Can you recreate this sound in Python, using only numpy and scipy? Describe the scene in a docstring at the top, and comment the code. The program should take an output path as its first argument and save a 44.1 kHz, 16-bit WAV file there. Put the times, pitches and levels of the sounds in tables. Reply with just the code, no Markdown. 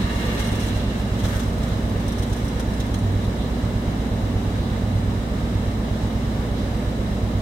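"""Live-line washing in an outdoor switchyard

Fixed nozzles start to spray tall insulators. A slow pump engine throbs throughout and beats against
a deep hum, over thin whines and the rumble of plant and wind. The nozzles first blow whistling air,
then sputter and spit as the water arrives, and settle into an even hiss of mist with a breathy tone.
Early echoes from the steelwork ripple the hiss."""
import sys
import numpy as np
from scipy import signal
from scipy.fft import rfft, irfft
from scipy.io import wavfile

SR = 44100
rng = np.random.default_rng(int(sys.argv[2]) if len(sys.argv) > 2 else 0)


def wav_out(sig):
    """Save sig, one row per channel (or a flat mono array), as 16-bit PCM at SR to the path in sys.argv[1]."""
    wavfile.write(sys.argv[1], SR, np.round(np.clip(np.atleast_2d(sig).T, -1, 1) * 32767).astype(np.int16))


N = 326781
T = np.arange(N) / SR
HZ = np.maximum(np.fft.rfftfreq(N, 1 / SR), 1)
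CYCLE_HZ, STRONG_STROKE_S = 8.3425, 0.044   # engine cycle rate; time of the first strong stroke


def from_db(db):
    """Amplitude ratio of a level in decibels."""
    return 10 ** (np.asarray(db) / 20)


def rms_one(x):
    """Normalisation to unit rms."""
    return x / np.sqrt(np.mean(x ** 2) + 1e-20)


def over_hz(points):
    """Linear interpolation of a table over log frequency."""
    hz, value = np.transpose(points)
    return np.interp(np.log(HZ), np.log(hz), value)


def drift(corner_hz):
    """Random fluctuation: low-passed noise of unit rms."""
    step, run_in = 40, 2000
    pole = np.exp(-2 * np.pi * corner_hz * step / SR)
    white = rng.standard_normal(N // step + run_in + 2)
    slow = signal.lfilter([1], [1, -2 * pole, pole * pole], white)[run_in:]
    return np.interp(np.arange(N) / step, np.arange(len(slow)), rms_one(slow))


def swell(full_s, attack_s, hold_s, release_s):
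    """Envelope with a Gaussian rise, a hold at one and an exponential decay."""
    early, late = np.maximum(full_s - T, 0), np.maximum(T - full_s - hold_s, 0)
    return np.exp(-(early / attack_s) ** 2 - late / release_s)


def resonances(modes):
    """Frequency response of steep resonances that add in power."""
    peaks = [from_db(db) * rms_one(1 / (1 + ((HZ - hz) / width) ** 2)) for hz, width, db in modes]
    return np.sqrt(np.sum(np.square(peaks), axis=0))


def noise(gain):
    """Coloured stereo noise, coherent only at long wavelengths; the channels' mean has unit rms."""
    # likeness of the two microphone ports: frequency_hz, correlation
    likeness = [(100, .99), (180, .97), (270, .94), (450, .77), (740, .48), (1200, -.19), (2000, .03),
                (3300, -.08), (6000, 0)]
    alike = over_hz(likeness)
    mid, side = (rng.standard_normal((2, len(HZ))) + 1j * rng.standard_normal((2, len(HZ)))) * gain
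    out = irfft(np.sqrt(1 + alike) * mid + np.sqrt(1 - alike) * side * [[1], [-1]], N)
    return out / np.std(out.mean(axis=0))


def engine(scatter_hz=150, waver_s=0.000092, unsteady_db=0.6):
    """Superposition: low harmonics add into one stroke a cycle; reflections scatter the higher ones."""
    # harmonics of the pump engine's cycle: order, level_db
    harmonics = [(2, -56), (3, -52), (4, -42), (5, -39), (6, -44.5), (7, -28), (8, -42.5), (9, -43),
                 (10, -43), (11, -43), (12, -35), (13, -33.3), (16, -45), (19, -42.5), (20, -46.5),
                 (21, -45.5), (22, -40.3), (23, -44), (24, -50), (25, -39), (26, -49.5), (27, -34.7),
                 (28, -45.5), (29, -38), (32, -41), (34, -48.5)]
    angle = 2 * np.pi * CYCLE_HZ * (T - STRONG_STROKE_S + waver_s * drift(0.51))
    out = np.zeros(N)
    for order, db in harmonics:
        scatter = order * CYCLE_HZ / scatter_hz
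        level = from_db(db + unsteady_db * scatter * drift(3.3))
        out += level * np.cos(order * angle + scatter ** 2 * rng.normal())
    return np.sqrt(2) * out


def beating_hum(order=12, beat_s=0.605, in_phase_s=3.1, unsteady_db=0.8, wander_rad=0.2):
    """Beats: a second machine hums just below an engine harmonic, so the bass swells and fades."""
    # strength of the hum: time_s, level_db
    strength = [(0, -41), (.6, -31.5), (1.3, -34), (1.8, -27), (2.25, -61), (2.7, -52), (3.05, -25),
                (3.5, -36.5), (4.4, -32), (4.95, -26.5), (5.6, -30), (6.5, -47), (7.35, -28.5)]
    turns = order * CYCLE_HZ * (T - STRONG_STROKE_S) - (T - in_phase_s) / beat_s
    level = from_db(np.interp(T, *np.transpose(strength)) + unsteady_db * drift(5.5))
    return np.sqrt(2) * level * np.cos(2 * np.pi * turns + wander_rad * drift(0.9))


def motors(wander_rad=0.65):
    """Phase modulation: moving air shakes the thin whines of the machinery."""
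    # steady whines: pitch_hz, level_db
    whines = [(196.5, -55), (348.3, -52.5), (393, -47), (1152, -60.5), (2132, -68), (2439, -67),
              (2830, -70), (4122, -68)]
    out = np.zeros((2, N))
    for hz, db in whines:
        wander = wander_rad * np.array([drift(4.2), drift(8.0)])
        out += from_db(db) * np.sin(2 * np.pi * hz * T + wander)
    return np.sqrt(2) * out


def rumble(level_db=-28.0, gust_db=0.24):
    """Broadband noise from plant and wind, with its power mostly at low frequencies."""
    # spectrum of the rumble: frequency_hz, relative_density_db
    spectrum = [(20, -24), (30, -18), (50, -11), (60, -7), (75, -6.5), (86, -4), (97, 2.5), (108, -2.5),
                (133, .3), (160, -5.5), (180, -4.5), (197, -.5), (215, -5), (245, -7), (300, -6),
                (345, -10.5), (410, -11), (480, -9.2), (545, -11.2), (600, -11.2), (720, -15.3), (950, -19),
                (1300, -31.5), (2500, -48.5)]
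    return from_db(level_db - gust_db * drift(0.96)) * noise(from_db(over_hz(spectrum)))


def mist(level_db=-42.0, fresh_db=1.9, settle_s=1.8, flutter_db=0.41):
    """Spray noise: an even hiss whose level relaxes exponentially as the sprays settle."""
    # spectrum of the mist: frequency_hz, relative_density_db
    spectrum = [(500, -3.5), (1050, 4), (1280, 6.5), (1550, 4), (2050, 2.5), (2500, -3.5), (2900, -2),
                (3500, -1.5), (4100, -3), (4400, -9), (4950, -7), (7000, -11.5), (8800, -13.5),
                (10300, -21), (11700, -19), (13000, -23), (15800, -23)]
    level = from_db(level_db + fresh_db * np.exp(-T / settle_s) + flutter_db * drift(5.6))
    return level * noise(from_db(over_hz(spectrum)))


def singing_jets(level_db=-58.5, pitch_hz=3830, width_hz=200, wander_hz=70):
    """Frequency modulation: the jets sing in a breathy band that wanders with the pressure."""
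    band = signal.hilbert(noise(resonances([(pitch_hz, width_hz, 0)])))
    glide = np.exp(2j * np.pi * np.cumsum(wander_hz * drift(3.0)) / SR)
    return from_db(level_db) * np.real(band * glide)


def venting_air(level_db=-37, full_s=0.17, water_arrives_s=0.74, flutter_db=2.8, sag_db_per_s=3.0):
    """Jet noise sinks with the air pressure; each nozzle resonance whistles until water fills it."""
    # spectrum of the air driven out ahead of the water: frequency_hz, relative_density_db
    spectrum = [(200, 0), (450, 12.5), (590, 7), (750, -4), (1200, -2), (1900, 2), (2500, -1.5), (3000, -1),
                (4050, 1), (4500, -9.5), (6000, -11.5), (9000, -15), (10500, -21), (15800, -28)]
    # nozzle whistles: pitch_hz, width_hz, level_db, peak_s, half_length_s
    whistles = [(930, 47, -47, 0.27, 0.27), (1170, 21, -47, 0.22, 0.34), (1675, 52, -49.5, 0.24, 0.4),
                (1850, 89, -47.5, 0.23, 0.5), (2142, 12, -45.5, 0.33, 0.22), (2710, 25, -59, 0.46, 0.82),
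                (2826, 65, -50, 0.45, 0.63), (3460, 200, -57, 0.4, 0.45), (3930, 90, -58, .4, 0.7),
                (4200, 64, -53, .3, 0.54)]
    flow = swell(full_s, attack_s=0.36, hold_s=water_arrives_s - full_s, release_s=0.32)
    level = from_db(level_db - sag_db_per_s * T + flutter_db * drift(12.0))
    out = flow * level * noise(from_db(over_hz(spectrum)))
    for hz, width, db, peak_s, half_s in whistles:
        envelope = from_db(db) * np.exp(-((T - peak_s) / half_s) ** 2)
        out += envelope * noise(resonances([(hz, width, 0)]))
    return out


def droplets(rate_hz=2500):
    """Shot noise: stereo clicks of uneven size from water tearing into drops."""
    born = rng.random((2, N)) < rate_hz / SR
    return rng.standard_normal((2, N)) * born


def sputtering(grain=0.42, lumpy_db=3.0, crackle_db=1.0, attack_s=0.003, tail_s=0.0082):
    """Two-phase flow: air tears water into grainy surges; slugs excite nozzle and pipe resonances."""
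    # spectrum of tearing water: frequency_hz, relative_density_db
    spectrum = [(700, 6.5), (1600, 8.5), (2500, -1), (3400, 8.5), (4500, -3), (5500, 2.5), (7500, -1.5),
                (9200, -0.5), (10400, -9.5), (11700, -6.5), (13200, -7), (15800, -12.5)]
    # air and water leaving together: full_s, level_db, attack_s, hold_s, release_s
    surges = [(.42, -44.5, 0.4, 0.26, 0.13), (0.99, -49, 0.017, .02, .02),
              (1.254, -42.5, 0.067, 0.14, 0.12), (1.683, -50, 0.096, 0.046, 0.22),
              (2.15, -53, .25, .25, .8)]
    # slugs spat from a nozzle: start_s, level_db, length_s, nozzle_power_share, pipe_power_share
    spits = [(0.345, -46, .014, .4, 0.1), (0.436, -46, 0.048, 0.9, 0.05), (.515, -46, 0.016, .7, 0),
             (.552, -46, .01, .6, 0), (0.594, -43.5, 0.022, .8, 0), (0.63, -45, 0.018, .8, 0),
             (0.683, -50, .015, .8, 0), (.745, -49, .012, .5, 0), (1.19, -41.5, 0.015, 0, 0.3),
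             (1.234, -40, 0.026, 0, 0.5), (1.284, -42.5, 0.06, 0, 0.03), (1.348, -40.5, 0.025, 0.1, 0.05),
             (1.392, -38.5, .014, 0, 0.1), (1.578, -49, .014, .2, 0), (1.629, -41, 0.011, 0, 0),
             (1.68, -45.5, .014, 0, 0), (1.893, -48, .008, .4, 0), (2.078, -40, .009, 0.6, 0),
             (2.118, -44.5, .012, 0.8, 0), (2.181, -42, 0.015, 0.6, 0.04), (2.222, -40, 0.015, 0.35, 0.2),
             (2.325, -41, 0.011, 0.35, 0.3), (2.362, -47, 0.011, 0.7, 0.1), (2.444, -46, 0.01, .9, 0),
             (2.478, -45.5, .008, 1, 0.1), (2.594, -37, 0.012, 0.1, 0), (2.733, -48, .012, .6, 0),
             (2.798, -39, 0.016, 0.06, .45), (2.863, -49, .005, .3, 0), (2.939, -38, 0.0084, 0.18, 0.45),
             (2.987, -48, .008, .8, 0), (3.24, -48, .012, 0.4, .2)]
    # hollow ring of a spitting nozzle: pitch_hz, width_hz, relative_level_db
    nozzle_modes = [(5770, 580, 4), (8900, 550, 3), (11540, 400, -3)]
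    # lower ring of the feed pipe, excited by heavier slugs: pitch_hz, width_hz, relative_level_db
    pipe_modes = [(3350, 300, 1), (3970, 280, 3), (5500, 150, -8), (6500, 200, -3)]
    colour = from_db(over_hz(spectrum))
    grains = rms_one(irfft(rfft(droplets()) * colour, N))
    tearing = noise(colour) + grain * grains
    surging = np.linalg.norm([from_db(db) * swell(s, *shape) for s, db, *shape in surges], axis=0)
    broadband = surging * from_db(lumpy_db * drift(22))
    in_nozzle, in_pipe = np.zeros((2, N))
    crackle = from_db(crackle_db * drift(160))
    for start_s, db, length_s, nozzle_share, pipe_share in spits:
        rise = np.clip((T - start_s) / attack_s, 0, 1)
        decay = np.exp(-np.maximum(T - start_s - length_s, 0) / tail_s)
        burst = crackle * from_db(db) * rise * decay
        plain_share = max(1 - nozzle_share - pipe_share, 0)
        broadband = np.hypot(broadband, np.sqrt(plain_share) * burst)
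        in_nozzle += np.sqrt(nozzle_share) * burst
        in_pipe += np.sqrt(pipe_share) * burst
    pipe_ring = noise(resonances(pipe_modes))
    snap = from_db(-15.0) * noise(resonances([(14200, 2000, 0)]))   # bright edge of the heavier slugs
    return broadband * tearing + in_nozzle * noise(resonances(nozzle_modes)) + in_pipe * (pipe_ring + snap)


def air_pockets():
    """Transient flow noise: a band of hiss swells and dies as a pocket of air passes a nozzle."""
    # brief rushes and squeals: peak_s, half_length_s, centre_hz, half_width_hz, level_db
    rushes = [(0.29, .075, 14020, 130, -58), (.26, .11, 13450, 200, -60), (0.792, .08, 3500, 800, -47),
              (1.251, 0.0098, 1480, 550, -38.5), (1.342, 0.058, 1590, 380, -40.5),
              (1.35, .07, 13300, 1100, -57), (1.72, 0.032, 3750, 550, -48.5), (2.12, 0.085, 3700, 550, -50),
              (3.24, .04, 3700, 450, -50.5), (3.425, .05, 3530, 480, -47), (4.65, 0.1, 3880, 700, -51),
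              (6.02, .04, 5500, 1800, -54), (6.604, .07, 3800, 1100, -50)]
    out = np.zeros((2, N))
    for peak_s, half_s, hz, width, db in rushes:
        near = np.abs(T - peak_s) < 4 * half_s
        band = signal.butter(1, [hz - width, hz + width], "band", fs=SR, output="sos")
        hiss = signal.sosfilt(np.vstack([band, band]), rng.standard_normal((2, N))[:, near])
        envelope = from_db(db) * np.exp(-((T[near] - peak_s) / half_s) ** 2)
        out[:, near] += envelope * np.sqrt(2) * rms_one(hiss)
    return out


def steelwork(x, echo_db=-18.0, count=8, delay_range_s=(0.001008, 0.012)):
    """Comb filtering: early echoes from masts and pipes, different at each port, ripple the hiss."""
    out = x.copy()
    for side in range(2):
        for lag in (rng.uniform(*delay_range_s, count) * SR).astype(int):
            out[side, lag:] += from_db(echo_db) * x[side, :-lag]
    return out / np.sqrt(1 + count * from_db(echo_db) ** 2)


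def scene():
    """Superposition of the machinery below and the nozzles above."""
    nozzles = steelwork(mist() + venting_air() + air_pockets()) + singing_jets() + sputtering()
    return engine() + beating_hum() + motors() + rumble() + nozzles


def record(dry, cutoff_hz=15850, bass_turn_hz=54):
    """Microphone response: treble shadowing on the right, a steep low-pass and phase lead in the bass."""
    # balance of the two ports: frequency_hz, left_minus_right_db
    balance = [(60, -2.5), (400, -1.5), (1100, 0.5), (1900, -2), (2550, 2), (3750, -5.5), (4500, 1),
               (5500, -3), (6500, 7), (7400, 11), (9000, 20), (10400, 15), (11600, 18), (13000, 9),
               (15300, 7)]
    ports = from_db(over_hz(balance) * np.array([[0.5], [-0.5]]))
    ports = ports / np.sqrt(np.mean(ports ** 2, axis=0))
    low_pass = 1 / np.sqrt(1 + (HZ / cutoff_hz) ** 400)
    phase_lead = np.exp(1j * bass_turn_hz / HZ)   # turns each thump into a push and a pull
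    return irfft(rfft(dry) * ports * low_pass * phase_lead, N)


dry = scene()
out = record(dry)
wav_out(out)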